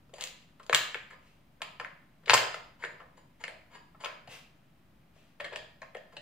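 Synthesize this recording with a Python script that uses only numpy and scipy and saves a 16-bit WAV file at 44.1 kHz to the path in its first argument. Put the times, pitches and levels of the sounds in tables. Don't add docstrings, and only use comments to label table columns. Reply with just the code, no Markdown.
import sys
import numpy as np
from scipy import signal
from scipy.fft import rfft, irfft
from scipy.io import wavfile

SR = 44100
rng = np.random.default_rng(int(sys.argv[2]) if len(sys.argv) > 2 else 0)


def ratio(d):
    e = np.asarray(d, float) / 20
    return 10 ** e


def master_out(mix):
    frames = np.transpose(np.atleast_2d(mix))
    ceiling = np.clip(frames, -1, 1)
    pcm = np.round(ceiling * 32767).astype(np.int16)
    wavfile.write(sys.argv[1], SR, pcm)


N = 273859

# contact in seconds, slider level in dB,
# weight on the body in dB, hardness of the contact in dB.
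TRAY_BLOWS = [(0.5958, -48.5, 5.5, -6.5), (0.9444, -23, -26, -14), (1.1301, -48, 1, -14.5),
              (1.6177, -32, 2, 1), (1.798, -34.5, 5.5, -4.5), (1.8076, -46, 12, -3.5),
              (1.846, -31, -9.5, -18.5), (2.2576, -46, -14, 1), (2.2789, -30.5, -4, -11.5),
              (2.2959, -15, 0.5, -3.5), (2.305, -19, 1.5, 1), (2.3334, -21.5, 8, 3.5),
              (2.5424, -33.5, 5, -5), (2.8222, -35.5, -16, -22), (2.9996, -53, 12.5, -8),
              (3.4381, -31, -1, -5), (3.444, -52, -10.5, -7), (3.9455, -60.5, 11, -14),
              (4.0373, -39, 8.5, -8), (4.0443, -35.5, 3, 3.5), (4.058, -28.5, 0.5, -10.5),
              (5.4006, -33.5, -1, -10.5), (5.443, -36, -7, -5), (5.8246, -49, 8.5, -11.5)]
DOME_BLOWS = [(0.1322, -61.5, 12.5, -6), (.4184, -68.5, -10, 11), (0.9501, -31.5, -13, -32),
              (2.2718, -41.5, 0, -14.5), (2.8376, -25, -22, -38), (3.0144, -51.5, 1, -12),
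              (4.2736, -52.5, 5, 3.5), (5.1612, -70, 8.5, -8), (5.4056, -36.5, -11, -4.5),
              (5.4491, -32, -11, -8.5), (5.4614, -47, 1, 0), (5.5273, -48.5, 2.5, 4),
              (5.9674, -59.5, 12.5, 9.5), (6.1325, -63.5, 9, -5), (6.1659, -42, -4, 1)]
WALL_BLOWS = [(0.0926, -80.5, 20, 11), (0.1378, -57, 3.5, 11), (0.182, -53.5, 5, 7), (.4854, -67, -6, -4),
              (.6953, -32.5, 4, -1.5), (1.6049, -55.5, 1, -23), (1.8568, -53.5, -17, -10.5),
              (2.2329, -59, 3.5, -8.5), (2.3771, -22, -2.5, -0.5), (2.8469, -34, -8.5, -10),
              (3.479, -34, -8.5, -8.5), (5.5587, -40, -0.5, 6), (5.817, -39.5, -10.5, -11),
              (5.9467, -37.5, -2.5, -14.5)]
RIM_BLOWS = [(0.2093, -46.5, -14.5, 7), (.2229, -43, -14, 2), (0.2384, -45, -11, 9),
             (.2714, -52.5, -3.5, 4), (.6298, -61.5, -3, 1), (.6643, -71.5, 20, 13.5),
             (.7276, -15, -6.5, -23.5), (.7317, -16.5, -11, -16.5), (0.7466, -11.5, -17.5, -6.5),
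             (1.1035, -43, -4, -22), (2.3381, -16.5, -6.5, -4.5), (2.3414, -18, -0.5, -3),
             (2.3458, -20, 7, -12)]
# cavity and tray in dB (weight adds),
# peg and thin edges in dB (hardness adds).
PLACE_RESPONSES = [
    (-15, 0, 0.011, -12.5),
    (1, -14, 0.0032, -15.5),
    (-1.5, 0.5, 0, -9.5),
    (-12.5, 0.5, 0.0026, -0.5),
]
# frequency in Hz, level in dB, t60 in seconds.
SLIDER_MODES = [(1543, -4.5, 0.02), (1704, 0.5, 0.032), (1863, -2, 0.033), (2125, 0.5, 0.027),
                (2227, -6, 0.022)]
CAVITY_MODES = [(427, -7, 0.019), (509, -4.5, 0.044), (565, -2.5, 0.056), (732, -1, 0.021),
                (685, -11, 0.07)]
TRAY_MODES = [(990, -9.5, .03), (1033, -1.5, 0.058), (1140, -8.5, 0.052), (1238, 1.5, 0.026),
              (1340, -1.5, 0.031)]
PEG_MODES = [(2600, -1.5, 0.016), (2946, 5, 0.0089), (3180, -5.5, 0.012), (3590, -1, 0.0058),
             (4190, -12.5, 0.022)]
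EDGE_MODES = [(4400, -0.5, 0.0034), (5840, -2.5, 0.0019), (6320, -1, 0.0023), (7170, -4, 0.0062),
              (8850, -4, .003), (11900, -13, 0.0017), (12330, -14.5, 0.003), (13840, -19, 0.0018),
              (14600, -21.5, 0.0056)]
SQUEAK_MODES = [(4800, -5, 0.041), (6000, -14, .005), (7020, 1.5, 0.025), (7670, -3, 0.013),
                (8850, -2.5, 0.01), (10500, -3, 0.0066), (13170, -12.5, .004)]
FLAP_MODES = [(571.5, -1, 0.098), (1140, -5.5, .04), (1734, -7, .04), (1878, -0.5, 0.052),
              (2260, -9.5, 0.035), (3236, -5.5, 0.026), (4250, -17, 0.014)]
# start in seconds, level in dB, brightness in dB per octave.
FLAP_CLAPS = [(5.3995, -37.5, -0.5), (5.405, -38, 0.5), (5.444, -35, 4), (5.449, -34.5, 2.5),
              (5.461, -40, 0), (5.522, -38, -5), (5.53, -42.5, 0.5), (5.552, -45, -6), (5.559, -32.5, 2),
              (5.819, -47.5, 1.5), (5.948, -36.5, 0), (5.968, -52, -6), (6.168, -45.5, -1)]
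# start in seconds, length in seconds, peak in dB, squeak above rub in dB.
RUB_STROKES = [(.135, .03, -57, 1.5), (0.174, .04, -45.5, -22), (1.093, 0.018, -56, -15),
               (1.095, 0.037, -53.5, -17), (2.264, 0.046, -27.5, -14), (2.786, 0.057, -42, -11.5),
               (2.987, .015, -62.5, -15), (3.16, 0.018, -53.5, -8), (3.391, 0.023, -47.5, -9),
               (3.695, 0.062, -46.5, -13.5), (3.992, 0.018, -45, -11), (4.011, 0.019, -53, -2),
               (4.545, .02, -70, -11.5), (4.588, .06, -76, -13), (5.504, 0.032, -40.5, -31),
               (6.117, 0.0093, -52, -11.5), (6.145, 0.014, -60, -14.5)]
# start in seconds, length in seconds, starting level in dB.
SNORT_STROKES = [
    (.195, 0.037, -30),
    (.26, 0.042, -63),
    (1.2, 0.16, -66),
    (1.25, .05, -64.5),
    (4.285, 0.09, -41),
    (5.13, 0.19, -64),
]
# start in seconds, length in seconds, starting level in dB.
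WHISTLE_STROKES = [
    (5.68, 0.093, -86),
    (6.05, 0.11, -71),
]
# frequency in Hz, density in dB per Hz.
NOSTRIL_COLOUR = [(290, -27), (500, -6.5), (879, -13.5), (1230, -6.5), (1500, -9.5), (2760, -2), (3580, -9),
                  (3850, -11), (8290, -16.5), (15900, -26.5)]
# start in seconds, peak in dB.
FLOOR_THUMPS = [
    (0.73, -38.5),
    (2.303, -36),
    (2.338, -34),
    (4.032, -69),
    (4.279, -49.5),
]
# frequency in Hz, level in dB, t60 in seconds.
BOARD_MODES = [(117, -0.5, .4), (129, 6.5, 0.2), (156, -5.5, 0.27), (258, 3.5, 0.14), (322, -9.5, .1)]
# delay in seconds, left level in dB, right level in dB.
EARLY_ECHOES = [(.0045, -7, -14.5), (.0105, -18, -14), (.0123, -15, -14), (.019, -16.5, -23.5)]
# frequency in Hz, t60 in seconds.
ROOM_T60 = [(100, 0.95), (260, 0.44), (700, .53), (1840, 0.52), (4850, 0.49), (12800, 0.31)]
# frequency in Hz, level in dB.
TAIL_COLOUR = [(100, -3.5), (400, 0.5), (1500, -3), (5000, -2), (9000, -6.5), (15000, -0.5)]
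# frequency in Hz, left-right likeness from 0 to 1.
STEREO_LIKENESS = [(25, .91), (250, .92), (500, .65), (1000, .05), (2000, .45), (4000, .2), (12000, .4)]
# frequency in Hz, density in dB per Hz.
HUM_COLOUR = [(13, -36), (22, -7), (50, -6.5), (122, -9), (156, -0.5), (174, -6.5), (229, -8), (302, -13),
              (347, -12), (444, -32.5), (510, -20), (554, -17.5), (2820, -27.5), (7000, -40.5),
              (16000, -40)]
# frequency in Hz, width in Hz, level in dB.
APPLIANCE_BANDS = [(45.5, 6.3, -79), (161, 8, -75.5), (15400, 500, -91)]

TRAVEL_S, CHATTER_MS, SOFT_BELOW_DB = .0008, 1.9, -25
RING_HZ, RING_WIDTH_HZ, RING_DB = 4950, 110, 5
RUB_SWELL_DB, RUB_ATTACK_S, RUB_RELEASE_DB_PER_S = 21.5, .013, 900.5
SNORT_SAG_DB, SNORT_ATTACK_S, SNORT_RELEASE_DB_PER_S = 13, 0.048, 295.5
WHISTLE_HZ, WHISTLE_WIDTH_HZ = 4940, 120
LEFT_DB, PORT_LAG_SAMPLES = 3.5, 2
ROOM_DB, ROOM_BUILD_S = -3, .007
HUM_DB = -63.5


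def knocks():
    out = np.zeros((2, N + 8000))
    t_ms = np.arange(900) / SR * 1000
    parts = [SLIDER_MODES, CAVITY_MODES, TRAY_MODES, PEG_MODES, EDGE_MODES]
    hits = blows()
    luck, where = rng.normal(0, 1, (2, len(hits), 5, 10))
    bounce = rng.random((len(hits), 900))
    size = rng.normal(0, 1, (len(hits), 900))
    for k, (s, db, *above_db) in enumerate(hits):
        part_db = np.add([0] + above_db, [1, 5.0, 0, 8, 15.5])
        gains = ratio(part_db) * [1, 1, -1, -1, 1]
        strength_db = db + max(0, *above_db) + 1.5 * max(0, above_db[3] + 8)
        soft = np.clip((SOFT_BELOW_DB - strength_db) / 12, 0, 1)
        sides = np.where(where[k] < soft - 1.2, -1, 1)[:, :, None]
        body = 0
        for i, (gain, modes) in enumerate(zip(gains, parts)):
            count = len(modes)
            pitch = 1 + .012 * luck[k, i, 9]
            body = body + gain * struck(modes, 2.0 * luck[k, i, :count], 2.14, pitch, sides[i, :count])
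        contacts = (bounce[k] < 3000 / SR) * size[k]
        contacts *= (.4 + .5 * soft) * np.exp(-t_ms / (CHATTER_MS + 3.0 * soft))
        contacts[0] = 1 - .4 * soft
        blow = signal.fftconvolve(body, contacts / np.sqrt(np.sum(contacts ** 2)))
        at = round((s + TRAVEL_S) * SR)
        out[0, at:at + len(blow)] += ratio(db + 1.5) * blow
        out[1, at:at + len(body)] += ratio(db - 1.0) * body
    return out[:, :N]


def blows():
    rows = []
    for table, place in zip([TRAY_BLOWS, DOME_BLOWS, WALL_BLOWS, RIM_BLOWS], PLACE_RESPONSES):
        cavity, tray, peg, edges = place
        for s, db, weight, hard in table:
            rows.append((s, db, cavity + weight, tray + weight, peg + hard, edges + hard))
    return sorted(rows)


def struck(modes, weight_db, damping, pitch=1, sides=1, size=4000):
    hz, level_db, t60_s = np.transpose(modes)[:, :, None]
    t = np.arange(size) / SR
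    decay_db = 60 * damping * t / t60_s
    ring = ratio(level_db + weight_db[:, None] - decay_db) * np.sin(2 * np.pi * hz * pitch * t)
    ring *= sides * (1 - np.exp(-(1.6 * hz * t) ** 2))
    total = ring.sum(axis=0)
    return total / np.abs(total).max()


def flap():
    out = np.zeros(N + 4000)
    octaves = np.log2(np.array(FLAP_MODES)[:, 0] / 1500)
    luck = rng.normal(0, 1, (len(FLAP_CLAPS), len(FLAP_MODES)))
    for (s, db, bright_db), chance in zip(FLAP_CLAPS, luck):
        at = round(s * SR)
        weight_db = bright_db * octaves + 3.5 * chance
        out[at:at + 4000] += ratio(db) * struck(FLAP_MODES, weight_db, 1.2, sides=np.sign(chance)[:, None])
    return out[:N]


def resonance(x, hz, width_hz):
    r = np.exp(-np.pi * width_hz / SR)
    poles = [1, -2 * r * np.cos(2 * np.pi * hz / SR), r * r]
    return signal.lfilter([(1 - r * r) / 2, 0, (r * r - 1) / 2], poles, x)


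def rubs():
    slips = rng.random((2, N)) < 9000 / SR
    slips = slips * ratio(1.7 * np.minimum(rng.exponential(1, (2, N)), 4))
    slips *= rng.choice([-1, 1], (2, N))
    walls = ringing(slips[0], CAVITY_MODES[2:] + TRAY_MODES + SLIDER_MODES + PEG_MODES)
    edges = ringing(slips[1], SQUEAK_MODES)
    shape = RUB_SWELL_DB, RUB_ATTACK_S, RUB_RELEASE_DB_PER_S
    press_rows = [(s, length, db - RUB_SWELL_DB - 3) for s, length, db, _ in RUB_STROKES]
    squeak_rows = [(s, length, db + squeak - RUB_SWELL_DB - 3.5) for s, length, db, squeak in RUB_STROKES]
    return strokes(press_rows, *shape) * walls + strokes(squeak_rows, *shape) * edges


def ringing(x, modes):
    return rms_one(convolve(x, struck(modes, np.zeros(len(modes)), damping=1.0)))


def convolve(x, h):
    return signal.fftconvolve(x, h, axes=-1)[..., :x.shape[-1]]


def rms_one(x):
    return x / np.sqrt(np.mean(x ** 2) + 1e-20)


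def strokes(rows, change_db, attack_s, release_db_per_s):
    t, gain = np.arange(N) / SR, np.zeros(N)
    for s, length, db in rows:
        level_db = db + change_db * np.clip((t - s) / length, 0, 1)
        level_db -= release_db_per_s * np.maximum(t - s - length, 0)
        gain += np.clip((t - s) / attack_s, 0, 1) * ratio(level_db)
    return gain


def snorts():
    hz = np.fft.rfftfreq(N, 1 / SR)
    spectrum = rfft(rng.standard_normal(N)) * ratio(at_hz(NOSTRIL_COLOUR, hz + 1))
    air = rms_one(irfft(spectrum, N))
    tone = resonance(air, WHISTLE_HZ, WHISTLE_WIDTH_HZ)
    tone = rms_one(resonance(tone, WHISTLE_HZ, WHISTLE_WIDTH_HZ))
    shape = -SNORT_SAG_DB, SNORT_ATTACK_S, SNORT_RELEASE_DB_PER_S
    puffs = ratio(-2) * strokes(SNORT_STROKES, *shape) * air
    return puffs + ratio(-10) * strokes(WHISTLE_STROKES, *shape) * tone


def at_hz(points, hz):
    table_hz, values = np.transpose(points)
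    return np.interp(np.log(hz), np.log(table_hz), values)


def thumps():
    push = np.zeros(N)
    for s, db in FLOOR_THUMPS:
        push[round(s * SR)] = ratio(db)
    boom = struck(BOARD_MODES, np.zeros(len(BOARD_MODES)), damping=0.81, size=30000)
    return convolve(convolve(push, np.hanning(200) / 100), boom)


def first_arrivals():
    response = np.zeros((2, 2000))
    response[0, PORT_LAG_SAMPLES] = ratio(LEFT_DB / 2)
    response[1, 0] = ratio(-LEFT_DB / 2)
    for late_s, left_db, right_db in EARLY_ECHOES:
        at = round(late_s * SR)
        response[0, at] += ratio(left_db)
        response[1, at + 5] += ratio(right_db)
    return response


def kitchen():
    t = np.arange(SR) / SR
    tail = stereo_bands(SR, lambda hz: ratio(at_hz(TAIL_COLOUR, hz) - 60 * t / at_hz(ROOM_T60, hz)))
    tail *= 1 - np.exp(-(t / ROOM_BUILD_S) ** 2)
    return ratio(ROOM_DB) * tail / np.sqrt(np.sum(tail ** 2) / 2)


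def stereo_bands(size, shape):
    out, edges_hz = 0, 20 * 2 ** (np.arange(30) / 3)
    white = rng.standard_normal((2, 2, size + 4000))
    for k, (low, high) in enumerate(zip(edges_hz, edges_hz[1:])):
        band = signal.butter(2, [low, high], "band", fs=SR, output="sos")
        mid, side = signal.sosfilt(band, white[k % 2])[:, 4000:]
        hz = np.sqrt(low * high)
        alike = np.clip(at_hz(STEREO_LIKENESS, hz), -1, 1)
        pair = np.sqrt(1 + alike) * mid + np.sqrt(1 - alike) * side * [[1], [-1]]
        out = out + shape(hz) * pair
    return out


def hum():
    out = ratio(HUM_DB) * rms_one(stereo_bands(N, lambda hz: ratio(at_hz(HUM_COLOUR, hz))))
    out = signal.sosfilt(signal.butter(2, 45, "high", fs=SR, output="sos"), out)
    for hz, width_hz, db in APPLIANCE_BANDS:
        white = rng.standard_normal(N) + .3 * rng.standard_normal((2, N))
        out += ratio(db) * rms_one(resonance(resonance(white, hz, width_hz), hz, width_hz))
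    return out * ratio([[.4], [-.4]])


def scene():
    contact = knocks() + rubs()
    bright_ring = ratio(RING_DB) * resonance(contact, RING_HZ, RING_WIDTH_HZ)
    sources = contact + bright_ring + flap() + snorts()
    near, radiated = signal.sosfilt(signal.butter(3, 300, "high", fs=SR, output="sos"), sources)
    toy = convolve(near[None], first_arrivals()) + convolve(radiated[None], kitchen())
    return toy + thumps() + hum()


def top_cut(x):
    return signal.sosfilt(signal.butter(12, 16470, fs=SR, output="sos"), x)


def record(dry):
    limited = np.clip(dry - .0005, -.96, .96)
    out = signal.sosfilt(signal.cheby2(10, 50, 16500, fs=SR, output="sos"), limited)
    return top_cut(out)


dry = scene()
out = record(dry)
master_out(out)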